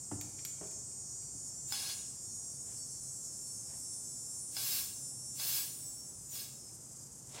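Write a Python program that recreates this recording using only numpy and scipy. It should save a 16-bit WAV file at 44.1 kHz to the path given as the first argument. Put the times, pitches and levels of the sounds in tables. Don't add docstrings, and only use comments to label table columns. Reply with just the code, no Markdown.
import sys
import numpy as np
from scipy import signal
from scipy.fft import rfft, irfft
from scipy.io import wavfile
from scipy.ndimage import uniform_filter1d

SR = 44100
rng = np.random.default_rng(int(sys.argv[2]) if len(sys.argv) > 2 else 0)


def inscribe(sig):
    pcm = np.round(np.clip(np.atleast_2d(sig).T, -1, 1) * 32767)
    wavfile.write(sys.argv[1], SR, pcm.astype(np.int16))


N = 326340
TIME = np.arange(N) / SR


def from_db(db):
    return np.exp(np.asarray(db) * (np.log(10) / 20))


def rms_one(x):
    return x / np.sqrt(np.mean(x ** 2) + 1e-20)


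def drift(rate_hz):
    step = 40
    settling = 2000
    pole = np.exp(-2 * np.pi * rate_hz * step / SR)
    white = rng.standard_normal(N // step + settling + 2)
    slow = signal.lfilter([1], [1, -2 * pole, pole ** 2], white)[settling:]
    return np.interp(np.arange(N) / step, np.arange(len(slow)), rms_one(slow))


def noise(colour, resonances=()):
    hz = np.arange(N // 2 + 1) * SR / N + 1e-6
    colour_hz, colour_db = np.transpose(colour)
    gain = from_db(np.interp(np.log(hz), np.log(colour_hz), colour_db))
    for centre_hz, width_hz, lift_db in resonances:
        bell = 1 / (1 + (2 * (hz - centre_hz) / width_hz) ** 2)
        gain = gain * np.sqrt(1 + (from_db(lift_db) ** 2 - 1) * bell)
    return rms_one(irfft(rfft(rng.standard_normal(N)) * gain, N))


def held(start, end, rise_db_per_s, fall_db_per_s):
    before = rise_db_per_s * np.maximum(start - TIME, 0)
    after = fall_db_per_s * np.maximum(TIME - end, 0)
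    return from_db(-np.minimum(before + after, 200))


def soften(x, edge_hz):
    return signal.sosfilt(signal.butter(2, edge_hz, fs=SR, output="sos"), x)


GARAGE_T60_S = 0.84


def garage(x, wet_db):
    t = TIME[:SR]
    white = rng.standard_normal(SR)
    low = signal.sosfilt(signal.butter(1, 5000, fs=SR, output="sos"), white)
    high = white - low
    tail = low * from_db(-60 * t / GARAGE_T60_S) + high * from_db(-60 * t / (0.4 * GARAGE_T60_S))
    tail = tail * (t > 0.006)
    echo = signal.fftconvolve(x, tail / np.linalg.norm(tail))[:N]
    return x + from_db(wet_db) * echo


def strikes(hits, modes, crack_db, crack_s):
    out, t = np.zeros(N), TIME[:SR // 2]
    for start_s, level_db, *softness in hits:
        hit = from_db(crack_db) * rng.standard_normal(len(t)) * np.exp(-t / crack_s)
        for k, (hz, mode_db, t60_s) in enumerate(modes):
            ring_db = mode_db + rng.normal(0, 1) - 60 * t / t60_s
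            hit += (-1) ** k * from_db(ring_db) * np.sin(2 * np.pi * hz * t)
        for edge_hz in softness:
            hit = soften(hit, edge_hz)
        at = int(start_s * SR)
        out[at:at + len(t)] += from_db(level_db) * hit[:N - at]
    return out


# frequency in Hz, relative density in dB per Hz.
AMBIENCE_COLOUR = [(25, -21), (40, -53), (54, -2.5), (70, -7), (100, -0.5), (125, 1.5), (170, -5.5),
                   (290, -8.5), (450, -14.5), (800, -19), (1200, -23.5), (2000, -31.5), (4000, -34),
                   (16000, -57)]
AMBIENCE_DB = -59


def ambience():
    return from_db(AMBIENCE_DB) * noise(AMBIENCE_COLOUR)


HUM_HZ, HUM_DB = 134.7, -63.5


def motor_hum():
    phase = 2 * np.pi * HUM_HZ * TIME + 0.49 * drift(3.3)
    return from_db(HUM_DB + 1.6 * drift(4.6)) * np.sin(phase)


# time in seconds, mean level in dB.
CHORUS_LEVEL = [(0.05, -51.5), (0.85, -55), (2.2, -52), (2.9, -50.5), (3.75, -51.5), (4.35, -50.5),
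                (5.2, -54.5), (6.13, -52.5), (7.2, -52.5)]
# frequency in Hz, relative density in dB per Hz.
CHORUS_COLOUR = [(2500, -49), (3600, -33), (4200, -22), (4800, -13), (5500, -5.5), (6500, -1), (7500, 1.5),
                 (8500, -1.5), (9400, -4), (10300, -11), (11500, -13.5), (12800, -17.5), (14500, -22.5),
                 (16000, -28)]


def distant_chorus():
    time_s, level_db = np.transpose(CHORUS_LEVEL)
    shimmer_db = 1.27 * drift(29)
    return from_db(np.interp(TIME, time_s, level_db) + shimmer_db) * noise(CHORUS_COLOUR)


TIRING_POWER, STALL_HZ = 2.6, 34.2


def song(pace, effort):
    tires_s, top_rate, climb, slowing = pace
    full_db, full_s, swell, fade = effort
    tired = np.maximum(TIME - tires_s, 0)
    lost = np.minimum(slowing * tired ** TIRING_POWER, STALL_HZ)
    rate = top_rate - climb * np.maximum(tires_s - TIME, 0) - lost
    gain = from_db(full_db) * held(full_s, tires_s, swell, fade) * (1 - lost / STALL_HZ)
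    return rate, gain


def cicada(pace, effort, partials, scatter, glide_scatter):
    rate, gain = song(pace, effort)
    phase = 2 * np.pi * (np.cumsum(rate) / SR % 1)
    slowing = uniform_filter1d(np.maximum(-np.gradient(rate) * SR, 0), SR // 4)
    blur = scatter + glide_scatter * np.sqrt(np.abs(slowing))
    swing_db = 3.0 + 2.0 * np.tanh(slowing)
    buzz, power = 0, 0
    for multiple, partial_db in partials:
        path = rng.uniform(0, 2 * np.pi) + blur * drift(9.8)
        strength = from_db(partial_db + swing_db * drift(5.15))
        buzz = buzz + strength * np.cos((multiple * phase + path).astype(np.float32))
        power = power + strength ** 2 / 2
    return gain * buzz / np.sqrt(uniform_filter1d(power, SR // 2))


# multiple of the tymbal rate, relative level in dB.
FIRST_PARTIALS = [(22,-29), (24,-20), (25,-23), (26,-23), (27,-20), (28,-10), (29,-15), (30,-7), (31,-15),
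                  (32,-16), (33,-6), (34,-16), (35,0), (36,-10), (37,0), (38,-11), (39,-3), (40,-7),
                  (41,-14), (42,-2), (43,-9), (44,-11), (45,-10), (46,-6), (48,-16), (49,-18), (50,-20),
                  (52,-22), (55,-27)]
# when it tires in seconds, cycles per s then, climb before it in cycles per s each s,
# cycles per s lost in the first second of tiring.
FIRST_PACE = (1.55, 194.42, 0, 1.9)
# full level in dB, when it is reached in seconds, swell in dB per s, tired fade in dB per s.
FIRST_EFFORT = (-46, 0.62, 4, 1.3)


def first_cicada():
    return cicada(FIRST_PACE, FIRST_EFFORT, FIRST_PARTIALS, scatter=0.11, glide_scatter=0.31)


# multiple of the tymbal rate, relative level in dB.
SECOND_PARTIALS = [(18,-31), (22,-29), (26,-15), (27,-19), (28,-4), (30,-9), (31,-17), (32,-8), (34,-12),
                   (35,-14), (36,-3), (37,-15), (38,-3), (39,-8), (40,-3), (41,-8), (42,-7), (43,-9),
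                   (44,-6), (45,-6), (46,-14), (47,-1), (48,-11), (49,-8), (50,-14), (51,-11), (53,-17),
                   (55,-20), (58,-21), (60,-22), (62,-19), (64,-21), (66,-23)]
# when it tires in seconds, cycles per s then, climb before it in cycles per s each s,
# cycles per s lost in the first second of tiring.
SECOND_PACE = (5.55, 198.44, 0.61, 8.0)
# full level in dB, when it is reached in seconds, swell in dB per s, tired fade in dB per s.
SECOND_EFFORT = (-45, 4, 3.8, 6.5)


def second_cicada():
    return cicada(SECOND_PACE, SECOND_EFFORT, SECOND_PARTIALS, scatter=0.14, glide_scatter=0.27)


# start in seconds, level in dB, brightness in Hz.
BUMPS = [(.1135, -35, 1010), (.119, -31.5, 402), (.138, -37, 200), (.152, -48, 300), (1.34, -47, 350)]
# frequency in Hz, relative level in dB, t60 in seconds.
TIRE_MODES = [(77, -10, 0.12), (104.6, -5, 0.13), (206, -15, 0.13), (267, -8.5, 0.13), (292.5, -8, 0.2),
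              (373, -11, 0.094), (615, -13, .12), (784, -6.5, 0.048), (1720, -21, .04)]


def tire_bumps():
    return garage(strikes(BUMPS, TIRE_MODES, crack_db=1.5, crack_s=0.015), wet_db=-6.5)


# start in seconds, level in dB before the trim,
# brightness in Hz.
CLICKS = [(.2115, -34, 16000), (.384, -44, 3000), (.3912, -38.5, 5000), (.4503, -30.5, 15100),
          (.453, -34, 9100), (.672, -49.5, 15000), (.712, -49, 15000), (.9144, -49, 2500),
          (1.2252, -51, 3000), (6.692, -52, 2500)]
# frequency in Hz, relative level in dB, t60 in seconds.
LEVER_MODES = [(2390, -4.5, 0.017), (3410, -9.5, 0.017), (4580, -4, 0.022), (5840, -3, 0.018),
               (7600, 0, 0.022), (11400, -4, 0.0054), (12200, 3.5, 0.006), (14500, 1, .007)]
CLICK_TRIM_DB = -5.0


def lever_clicks():
    clicks = strikes(CLICKS, LEVER_MODES, crack_db=-3, crack_s=0.0062) * from_db(CLICK_TRIM_DB)
    clicks = signal.sosfilt(signal.butter(2, 1800, "high", fs=SR, output="sos"), clicks)
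    return garage(clicks, wet_db=-5.5)


# start in seconds, level in dB, brightness in Hz.
KNOCKS = [(.611, -44, 990), (.628, -48, 1220), (.65, -48.5, 500)]
# frequency in Hz, relative level in dB, t60 in seconds.
HOSE_KNOCK_MODES = [(168, -10, 0.22), (318, -5, 0.1), (393.6, -1, 0.1), (439, 1, 0.052), (615, 1, 0.048),
                    (760, -20, 0.046), (920, -7.5, 0.087), (1480, -20, 0.087)]


def hose_knocks():
    return garage(strikes(KNOCKS, HOSE_KNOCK_MODES, crack_db=4.5, crack_s=0.019), wet_db=-6.5)


# start in seconds, level in dB.
SNAPS = [(1.7228, -34), (4.5665, -36), (5.3977, -40.5)]
# frequency in Hz, relative level in dB, t60 in seconds.
VALVE_MODES = [(814, -18.5, 0.12), (1544, -8, 0.02), (2255, -13.5, 0.09), (3440, -7.5, 0.053),
               (4060, -14, 0.048), (4820, 1, 0.024), (5110, 3, 0.048)]


def valve_snaps():
    return garage(strikes(SNAPS, VALVE_MODES, crack_db=-2, crack_s=0.0055), wet_db=-5.5)


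# valve open in seconds, released in seconds, rush in the hose in dB
# and jet at the valve in dB (both before make-up gain), time the jet takes to swell in seconds.
SQUEEZES = [(1.736, 1.911, -47, -55, 0.058), (4.58, 4.794, -47, -40, 0.18),
            (5.411, 5.585, -46.5, -39, 0.16), (6.361, 6.41, -53, -49, 0.063)]
# frequency in Hz, relative density in dB per Hz.
RUSH_COLOUR = [(200, -12), (450, -7), (750, -7.5), (1300, -9), (1950, -8), (2400, 1), (3300, -4.5),
               (4300, 0.5), (5200, 6.5), (6200, 7), (8000, 2.5), (10500, 9), (11500, -1), (15000, -13)]
# resonance in Hz, width in Hz, lift in dB.
HOSE_RESONANCES = [(716, 22, 11), (1110, 60, 11), (1540, 22, 8), (1650, 26, 17), (2160, 50, 6),
                   (2690, 40, 7), (2795, 36, 11), (3030, 22, 12), (3400, 28, 19), (3820, 24, 17),
                   (4200, 36, 12), (4295, 28, 15), (4650, 40, 8), (4755, 28, 13), (5195, 36, 14),
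                   (6410, 22, 12)]
# frequency in Hz, relative density in dB per Hz.
JET_COLOUR = [(1000, -19.5), (2000, -10.5), (3000, -6), (4400, -2.5), (6000, -2.5), (8000, -2.5),
              (10500, -0.5), (12000, 3.5), (13800, 5), (15200, 6.5), (16000, 3)]
RUSH_MAKEUP_DB, JET_MAKEUP_DB = 6.0, 4.5
RUSH_RISE_DB_PER_S, RUSH_FALL_DB_PER_S = 393, 113
JET_LEAD_S, JET_SWELL_POWER, JET_FALL_DB_PER_S = 0.083, 1.47, 138
SEEP_FROM_S, SEEP_TO_S, SEEP_DB, SEEP_FALL_DB_PER_S = 5.6, 5.88, -62, 50.0


def air():
    rush_gain = 0
    jet_gain = from_db(SEEP_DB) * held(SEEP_FROM_S, SEEP_TO_S, RUSH_RISE_DB_PER_S, SEEP_FALL_DB_PER_S)
    for opened, released, rush_db, jet_db, swell_s in SQUEEZES:
        flow = held(opened, released, RUSH_RISE_DB_PER_S, RUSH_FALL_DB_PER_S)
        rush_gain = rush_gain + from_db(rush_db) * flow
        gap = np.clip((TIME - opened + JET_LEAD_S) / swell_s, 0, 1)
        release = held(opened, released, 0, JET_FALL_DB_PER_S)
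        jet_gain = jet_gain + from_db(jet_db) * gap ** JET_SWELL_POWER * release
    rush = rush_gain * from_db(RUSH_MAKEUP_DB + 0.53 * drift(50)) * noise(RUSH_COLOUR, HOSE_RESONANCES)
    jet = jet_gain * from_db(JET_MAKEUP_DB + 0.6 * drift(400)) * noise(JET_COLOUR)
    return rush + jet


# start in seconds, length in seconds, level in dB, brightness in Hz.
RUBS = [(2.69, 0.035, -65, 3200), (3.705, 0.035, -61, 2180), (7.358, 0.05, -50.5, 16000)]
# frequency in Hz, relative density in dB per Hz.
RUB_COLOUR = [(100, -19), (350, -1), (700, 5), (1400, -6), (2300, -3), (4000, -2), (7000, -5.5),
              (11000, -23), (16000, -20)]
RUB_RISE_DB_PER_S, RUB_FALL_DB_PER_S = 292, 122


def glove_rubs():
    out = np.zeros(N)
    friction = from_db(1.5 * drift(120)) * noise(RUB_COLOUR)
    for start_s, length_s, level_db, edge_hz in RUBS:
        stroke = friction * held(start_s, start_s + length_s, RUB_RISE_DB_PER_S, RUB_FALL_DB_PER_S)
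        out += from_db(level_db) * soften(stroke, edge_hz)
    return out


# start in seconds, length in seconds,
# first pitch in Hz, last pitch in Hz, peak level in dB.
WHISTLES = [(4.706, 0.1, 5050, 3820, -45.5), (6.305, 0.13, 6300, 4160, -52)]
WHISTLE_PEAK_SHARE, WHISTLE_EDGE_DB = 0.13, -16


def whistles():
    out = np.zeros(N)
    for start_s, length_s, first_hz, last_hz, peak_db in WHISTLES:
        along = np.clip((TIME - start_s) / length_s, 0, 1)
        sounding = (along > 0) & (along < 1)
        swell_db = np.interp(along, [0, WHISTLE_PEAK_SHARE, 1], [WHISTLE_EDGE_DB, 0, WHISTLE_EDGE_DB])
        pitch_hz = first_hz * (last_hz / first_hz) ** along
        phase = 2 * np.pi * np.cumsum(pitch_hz) / SR
        tone = drift(70) * np.cos(phase) + drift(70) * np.sin(phase)
        out += sounding * from_db(peak_db + swell_db) * tone
    return garage(out, wet_db=-11)


def scene():
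    background = ambience() + motor_hum()
    insects = distant_chorus() + first_cicada() + second_cicada()
    handling = tire_bumps() + lever_clicks() + hose_knocks() + valve_snaps() + glove_rubs()
    mono = background + insects + handling + air() + whistles()
    return np.array([mono, mono])


CUTOFF_HZ = 15850


def record(dry):
    thin = signal.sosfilt(signal.butter(6, 48, "high", fs=SR, output="sos"), dry)
    return signal.sosfilt(signal.ellip(12, .1, 80, CUTOFF_HZ, fs=SR, output="sos"), thin)


dry = scene()
out = record(dry)
inscribe(out)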